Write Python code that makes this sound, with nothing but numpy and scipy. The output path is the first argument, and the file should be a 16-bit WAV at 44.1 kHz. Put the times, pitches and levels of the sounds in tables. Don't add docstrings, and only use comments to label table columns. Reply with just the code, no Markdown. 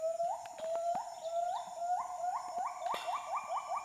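import sys
import numpy as np
from scipy import signal
from scipy.fft import rfft, irfft
from scipy.io import wavfile
from scipy.ndimage import uniform_filter1d

SR = 44100
rng = np.random.default_rng(int(sys.argv[2]) if len(sys.argv) > 2 else 0)


def output_pcm(signal):
    pcm = np.clip(np.atleast_2d(signal).T, -1, 1) * 32767
    wavfile.write(sys.argv[1], SR, np.round(pcm).astype(np.int16))


N = 169344

# start_s, length_s, climb_from_hz, climb_to_hz, top_hz,
# leap_before_end_s, leap_time_s, overtone_db, overtone_entry_s
WHOOPS = [(-.06, .418, 629.6, 700.2, 1126, 0.025, 0.019, -5.5, .03),
          (0.587, 0.44, 640, 709, 1075, 0.031, 0.016, 2, 0.16),
          (1.215, 0.37, 649.8, 722.3, 1165, 0.021, 0.017, 2.5, 0.068),
          (1.761, 0.26, 677.4, 737.6, 1241, 0.019, 0.015, 1.5, 0.025),
          (2.172, 0.21, 661.3, 777.3, 1226, 0.021, 0.012, 2.5, 0.035),
          (2.515, 0.17, 664.8, 774, 1283, 0.023, .0124, 4.5, 0.078),
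          (2.803, 0.15, 638, 800.4, 1241, 0.037, 0.012, 2.5, .08),
          (3.046, .13, 636, 821, 1237, .0335, 0.01133, 2, 0.059),
          (3.267, .12, 622.3, 793, 1230, .0354, 0.01092, 2, 0.047),
          (3.477, 0.12, 620.6, 818.6, 1209, 0.032, 0.0092, 0.5, 0.024),
          (3.677, 0.11, 644, 780, 1209, 0.035, 0.0098, 0.5, 0.04)]
# time_s, level_db
LONG_WHOOP_LEVELS = [
    [(0.015, -45), (0.047, -36), (0.077, -36), (0.113, -35), (0.133, -50), (0.145, -35), (0.157, -39),
     (0.175, -46), (0.203, -36), (0.305, -36.5), (0.313, -36), (0.358, -50.5)],
    [(0.585, -34), (0.593, -47), (0.679, -40), (0.739, -36.5), (0.775, -35), (0.807, -45.5), (0.819, -46.5),
     (0.865, -35.5), (0.937, -38.5), (0.955, -33.5), (0.997, -41.5), (1.028, -49)],
    [(1.215, -54), (1.223, -51), (1.279, -36.5), (1.295, -44), (1.385, -35), (1.399, -32.5), (1.409, -51.5),
     (1.431, -32.5), (1.449, -41), (1.459, -32.5), (1.567, -41), (1.588, -41)],
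    [(1.76, -54), (1.764, -46), (1.812, -43), (1.824, -38), (1.872, -37), (1.9, -32), (1.938, -30.5),
     (1.96, -40.5), (2.008, -38.5), (2.028, -41)],
]
SHORT_WHOOP_LEVELS = [
    [(2.175, -54), (2.185, -51.5), (2.213, -38), (2.221, -50), (2.245, -33.5), (2.295, -32), (2.305, -41.5),
     (2.365, -37), (2.383, -47.5)],
    [(2.51, -49.5), (2.546, -48.5), (2.578, -34), (2.616, -34.5), (2.642, -43.5), (2.66, -37), (2.692, -49)],
    [(2.8, -63), (2.818, -44.5), (2.836, -48), (2.87, -30), (2.89, -44.5), (2.908, -34.5), (2.938, -46.5)],
    [(3.045, -64), (3.051, -53), (3.101, -32.5), (3.121, -46.5), (3.129, -36), (3.161, -41), (3.175, -47)],
    [(3.27, -59), (3.284, -45.5), (3.306, -44), (3.32, -35), (3.374, -41), (3.39, -37.5)],
    [(3.48, -53.5), (3.508, -44.5), (3.522, -35.5), (3.58, -39.5), (3.595, -46.5)],
    [(3.68, -50), (3.708, -45.5), (3.72, -34), (3.766, -42.5), (3.785, -37)],
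]
# frequency_hz, gain_db
OVERTONE_EQ = [(1250, -16.5), (1380, -28.5), (1600, -21), (2000, -24), (2250, -14.5), (2380, -5),
               (2500, -23)]

def gibbon():
    scoop_hz, scoop_s, attack_s, release_s = 42.2, 0.0225, 0.005, 0.012
    out, waver = np.zeros(N), drift(size=300)
    for whoop, curve in zip(WHOOPS, list(LONG_WHOOP_LEVELS) + list(SHORT_WHOOP_LEVELS)):
        start, length, from_hz, to_hz, top_hz, before_end_s, leap_s, overtone_db, entry_s = whoop
        t = np.arange(0, length, 1 / SR)
        climb = from_hz + (to_hz - from_hz) * t / length - scoop_hz * np.exp(-t / scoop_s)
        hz = climb + (top_hz - climb) / (1 + np.exp((length - before_end_s - t) / leap_s))
        wobble = 1 + 0.006 * np.roll(waver, -round(start * SR))[:len(t)]
        phase = phase_of(hz * wobble)
        duck_db = -19.5 * np.clip(0.5 + (entry_s - t) / 0.014, 0, 1)
        overtone = amp(overtone_db + duck_db + curve_at(OVERTONE_EQ, 2 * hz)) * np.sin(2 * phase)
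        gate = np.minimum(t / attack_s, 1) * np.minimum((length - t) / release_s, 1)
        level_db = uniform_filter1d(np.interp(start + t, *np.transpose(curve)), size=400) - 0.01
        add(out, start, np.sqrt(2) * amp(level_db) * gate * (np.sin(phase) + overtone))
    return out


# start_s, length_s, first_pitch_hz, last_pitch_hz, level_db
CHIRPS = [(.01, 0.045, 2570, 2483, -69), (0.64, 0.14, 4120, 4068, -69.5), (0.777, 0.21, 4140, 3990, -76.5),
          (0.85, 0.059, 3220, 3056, -66.5), (1.134, 0.032, 3460, 3750, -69),
          (1.176, 0.017, 2470, 3890, -61.5), (1.21, 0.025, 3060, 4470, -66),
          (1.24, 0.033, 5280, 3504, -57.5), (1.359, 0.0054, 4320, 3470, -55),
          (1.474, 0.039, 2880, 3840, -64.5), (1.513, 0.026, 3290, 4360, -65),
          (1.548, .044, 5290, 3510, -56.5), (2.816, 0.015, 3880, 3500, -60),
          (3.49, 0.045, 2750, 3600, -64.5), (3.542, 0.02, 2930, 3080, -57.5)]

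def birds():
    out, waver = np.zeros(N), drift(size=80)
    for start, length, first_hz, last_hz, db in CHIRPS:
        progress = np.arange(0, length, 1 / SR) / length
        bend = np.exp(-6 * progress) - np.exp(-6) if first_hz > last_hz else 1 - progress
        hz = last_hz + (first_hz - last_hz) * bend
        wobble = 1 + 0.0069 * np.roll(waver, -round(start * SR))[:len(progress)]
        arch = np.sqrt(2 * abs(np.sin(np.pi * progress)))
        add(out, start, amp(db) * arch * np.sin(phase_of(hz * wobble)))
    return out


# start_s, thump_pitch_hz, thump_peak_s, thump_db, knock_db
BUMPS = [(0.232, 168, 0.0053, -55, -72), (0.436, 113, 0.0053, -60, -71), (0.532, 310, 0.0033, -56, -52),
         (.597, 248, 0.0017, -47, -48), (0.64, 185, 0.0044, -59, -43), (0.7514, 483, 0.00067, -64, -32.5),
         (0.95, 214, 0.0025, -40.5, -32), (1.671, 187, 0.0085, -55.5, -70), (2.0, 230, 0.0023, -56, -57),
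         (2.482, 323, .0017, -47, -40), (2.582, 239.3, .003, -47, -39.5),
         (2.9395, 214, 0.0029, -43.5, -28.5), (3.171, 264, 0.0028, -60.5, -46),
         (3.436, 210, 0.003, -55.5, -49)]
# start_s, level_db
TICKS = [(0.4565, -39.5), (0.584, -48), (0.643, -50.5), (0.658, -51), (2.863, -42), (2.907, -49)]
# frequency_hz, gain_db
KNOCK_EQ = [(30, -61), (120, -45), (400, 1), (900, 9.5), (1400, -6.5), (2500, -14.5), (5000, -27),
            (14000, -37)]
TICK_EQ = [(60, -58), (500, -26), (1200, -19), (1570, -5), (2000, -14), (2590, -8.5), (3200, -20),
           (4070, -17.5), (5500, -27), (8000, -33), (14000, -44)]

def handling():
    knock_lag_s, knock_decay_s, tick_decay_s = 0.004, 0.002, 0.0031
    out, t = np.zeros(N), np.arange(SR // 10) / SR
    for start, hz, peak_s, thump_db, knock_db in BUMPS:
        thump = t / peak_s * np.exp(1 - t / peak_s) * np.sin(2 * np.pi * hz * t)
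        knock = noise(KNOCK_EQ)[:len(t)] * np.exp(-abs(t - knock_lag_s) / knock_decay_s)
        add(out, start, amp(thump_db) * thump + amp(knock_db) * knock)
    for start, db in TICKS:
        add(out, start, amp(db) * noise(TICK_EQ)[:len(t)] * np.exp(-t / tick_decay_s))
    return out


# pitch_hz, level_db, t60_s
CRACK_MODES = [(1900, -52.5, .35), (2747, -51.5, 0.81), (3230, -54, 0.78), (3570, -53.5, 0.85)]
# start_s, level_db
SNAPS = [(2.942, -55), (2.9477, -41), (2.975, -59), (3.128, -52)]
# frequency_hz, gain_db
SNAP_EQ = [(1000, -14), (4000, -4), (8000, -10), (10500, -7), (12500, 16), (14000, -4), (15500, -15)]

def crack():
    crack_start_s, snap_decay_s = 2.941, 0.00066
    out, t = np.zeros(N), np.arange(N) / SR
    for hz, db, t60 in CRACK_MODES:
        wobble = 1 + 0.0076 * drift(size=150)
        add(out, crack_start_s, amp(db - 60 * t / t60) * np.sin(phase_of(hz * wobble)))
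    for start, db in SNAPS:
        add(out, start, amp(db) * noise(SNAP_EQ) * np.exp(-t / snap_decay_s))
    return out


# start_s, rise_s, decay_s, level_db
RUSTLES = [(.2, 0.073, 0.11, -65), (0.586, 0.0075, 0.011, -48.5), (.63, 0.017, 0.42, -67.5),
           (0.943, 0.018, .04, -78), (2.86, 0.013, 0.031, -54), (2.941, 0.0046, 0.024, -44),
           (2.955, 0.0067, 0.058, -44.5), (3.099, 0.024, 0.07, -55)]
# frequency_hz, gain_db
RUSTLE_EQ = [(200, -19), (700, -1), (1300, 1), (1700, -6.5), (1950, 4), (2400, -13), (2730, -2.5),
             (2950, -3), (3650, -2), (4500, -10.5), (7000, -22), (9300, -17.5), (13000, -37.5),
             (15500, -40)]

def leaves():
    envelope, t = np.zeros(N), np.arange(N) / SR
    for start, rise_s, decay_s, db in RUSTLES:
        burst = np.minimum(t / rise_s, 1) * np.exp(-np.maximum(t - rise_s, 0) / decay_s)
        add(envelope, start, amp(db) * burst)
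    grains = rng.standard_normal(N) * amp(4 * drift(size=50))
    return envelope * patchy(coloured(grains, RUSTLE_EQ), depth_db=4.5)


# pitch_hz, half_width_hz, level_db
CHORUSES = [(6950, 186, -63), (9030, 31, -83), (8900, 25, -79.5)]
# time_s, level_db
WHISTLE_SWELLS = [(0.0, -88), (0.06, -65), (0.12, -86), (0.17, -63), (0.3, -85), (0.43, -67), (0.66, -80.5),
                  (1.16, -65), (1.22, -71), (1.3, -61.5), (1.38, -79), (1.7, -68), (2.31, -75),
                  (2.38, -64.5), (2.93, -72.5), (2.96, -63), (3.14, -73), (3.84, -67.5)]

def insects():
    chorus = sum(amp(db) * trill(hz, half_width_hz) for hz, half_width_hz, db in CHORUSES)
    swell_db = 1 + np.interp(np.arange(N) / SR, *np.transpose(WHISTLE_SWELLS))
    return chorus + amp(swell_db) * trill(hz=5375, half_width_hz=12)


# frequency_hz, gain_db
HISS_EQ = [(400, -10), (800, -9.5), (1500, -10), (2500, -11), (3600, -12.5), (4900, -16.5), (5500, -7),
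           (6000, -4), (6500, -6), (7400, -3.5), (7800, -16.5), (8200, -16), (8800, -11.5), (9600, -7),
           (10500, -20), (14000, -20), (15500, -27.5)]

def far_hiss():
    return amp(-63) * patchy(noise(HISS_EQ), depth_db=3)


# frequency_hz, gain_db
MURMUR_EQ = [(15, -28), (25, -43), (45, -12), (70, 5), (120, 3.5), (250, 0.5), (400, -2.5), (520, -20),
             (700, -21), (1200, -60)]

def murmur():
    return amp(-75.5) * noise(MURMUR_EQ)


# frequency_hz, gain_db
DIRECT_EQ = [(600, 0), (750, .3), (950, 3), (1100, 5), (1220, 6.5), (1340, 0), (1450, -1), (1700, -10),
             (2400, -16), (3200, -10), (4000, -2)]
SCATTER_EQ = [(600, -3), (800, -23.5), (1100, -20.5), (1400, -31.5), (1800, 2), (2400, -6), (4000, 7.5)]

def foliage(x):
    scatter_decay_s = 0.0067
    t = np.arange(SR // 8) / SR
    taps = reflections(len(t)) * np.exp(-t / scatter_decay_s)
    x = np.pad(x, (0, len(t)))
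    blur = signal.fftconvolve(coloured(x, SCATTER_EQ), taps / np.linalg.norm(taps))
    return coloured(x, DIRECT_EQ)[:N] + blur[:N]


# frequency_hz, t60_s
REVERB_DECAY = [(300, 1.9), (680, 1.67), (1100, 0.94), (2400, 1.03), (4000, 0.91), (9000, .5)]
# frequency_hz, gain_db
REVERB_EQ = [(300, -43), (580, -1), (690, -6.5), (850, -1), (1100, 0), (1500, -6), (2350, 2.5), (4000, -1),
             (9000, 1)]

def forest_reverb(x):
    hz, t, bands = signal.stft(unit(reflections(2 * SR)), SR, nperseg=512)
    t60 = curve_at(REVERB_DECAY, hz)[:, None]
    decay = amp(curve_at(REVERB_EQ, hz)[:, None] - 60 * t / t60)
    equal_energy = np.sqrt(2 * np.log(1000) / (t60 * SR))
    fade_in = np.minimum(t / 0.0064, 1)
    tail = signal.istft(bands * decay * equal_energy * fade_in, SR, nperseg=512)[1]
    return signal.fftconvolve(x, tail)[:N]


def amp(db):
    return 10 ** (np.asarray(db) / 20)


def unit(x):
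    return x / np.sqrt(np.mean(x ** 2) + 1e-20)


def phase_of(hz):
    return 2 * np.pi * np.cumsum(hz) / SR


def curve_at(points, hz):
    point_hz, value = np.transpose(points)
    return np.interp(np.log(hz + 1), np.log(point_hz + 1), value)


def add(mix, start_s, sound):
    at = round(start_s * SR)
    part, sound = mix[max(0, at):], sound[max(0, -at):]
    part[:len(sound)] += sound[:len(part)]


def coloured(x, eq):
    return irfft(rfft(x) * amp(curve_at(eq, np.fft.rfftfreq(len(x), 1 / SR))), len(x))


def noise(eq):
    return unit(coloured(rng.standard_normal(N), eq))


def drift(size):
    smoothed = uniform_filter1d(rng.standard_normal(N), size, mode="wrap")
    return unit(uniform_filter1d(smoothed, size, mode="wrap"))


def reflections(size, per_second=3000):
    return rng.standard_normal(size) * (rng.random(size) < per_second / SR)


def patchy(x, depth_db):
    bands = signal.stft(x, nperseg=512)[2]
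    across_bands = uniform_filter1d(rng.standard_normal(bands.shape), size=3, axis=0)
    patches = unit(uniform_filter1d(across_bands, size=12, axis=1))
    return unit(signal.istft(bands * amp(depth_db * patches), nperseg=512)[1][:N])


def trill(hz, half_width_hz):
    band = 1 / (1 + ((np.fft.rfftfreq(N, 1 / SR) - hz) / half_width_hz) ** 2)
    return unit(irfft(rfft(rng.standard_normal(N)) * band, N))


def scene():
    calls = gibbon() + birds()
    undergrowth = crack() + leaves()
    among_trees = foliage(calls) + undergrowth + forest_reverb(calls + amp(-3) * undergrowth)
    return (among_trees + handling() + far_hiss() + insects() + murmur())[None]


def record(dry):
    cutoff_hz = 15400
    lowpass = signal.firwin(511, cutoff_hz, window=("kaiser", 9), fs=SR)
    return signal.oaconvolve(dry, lowpass[None], "same")


dry = scene()
out = record(dry)
output_pcm(out)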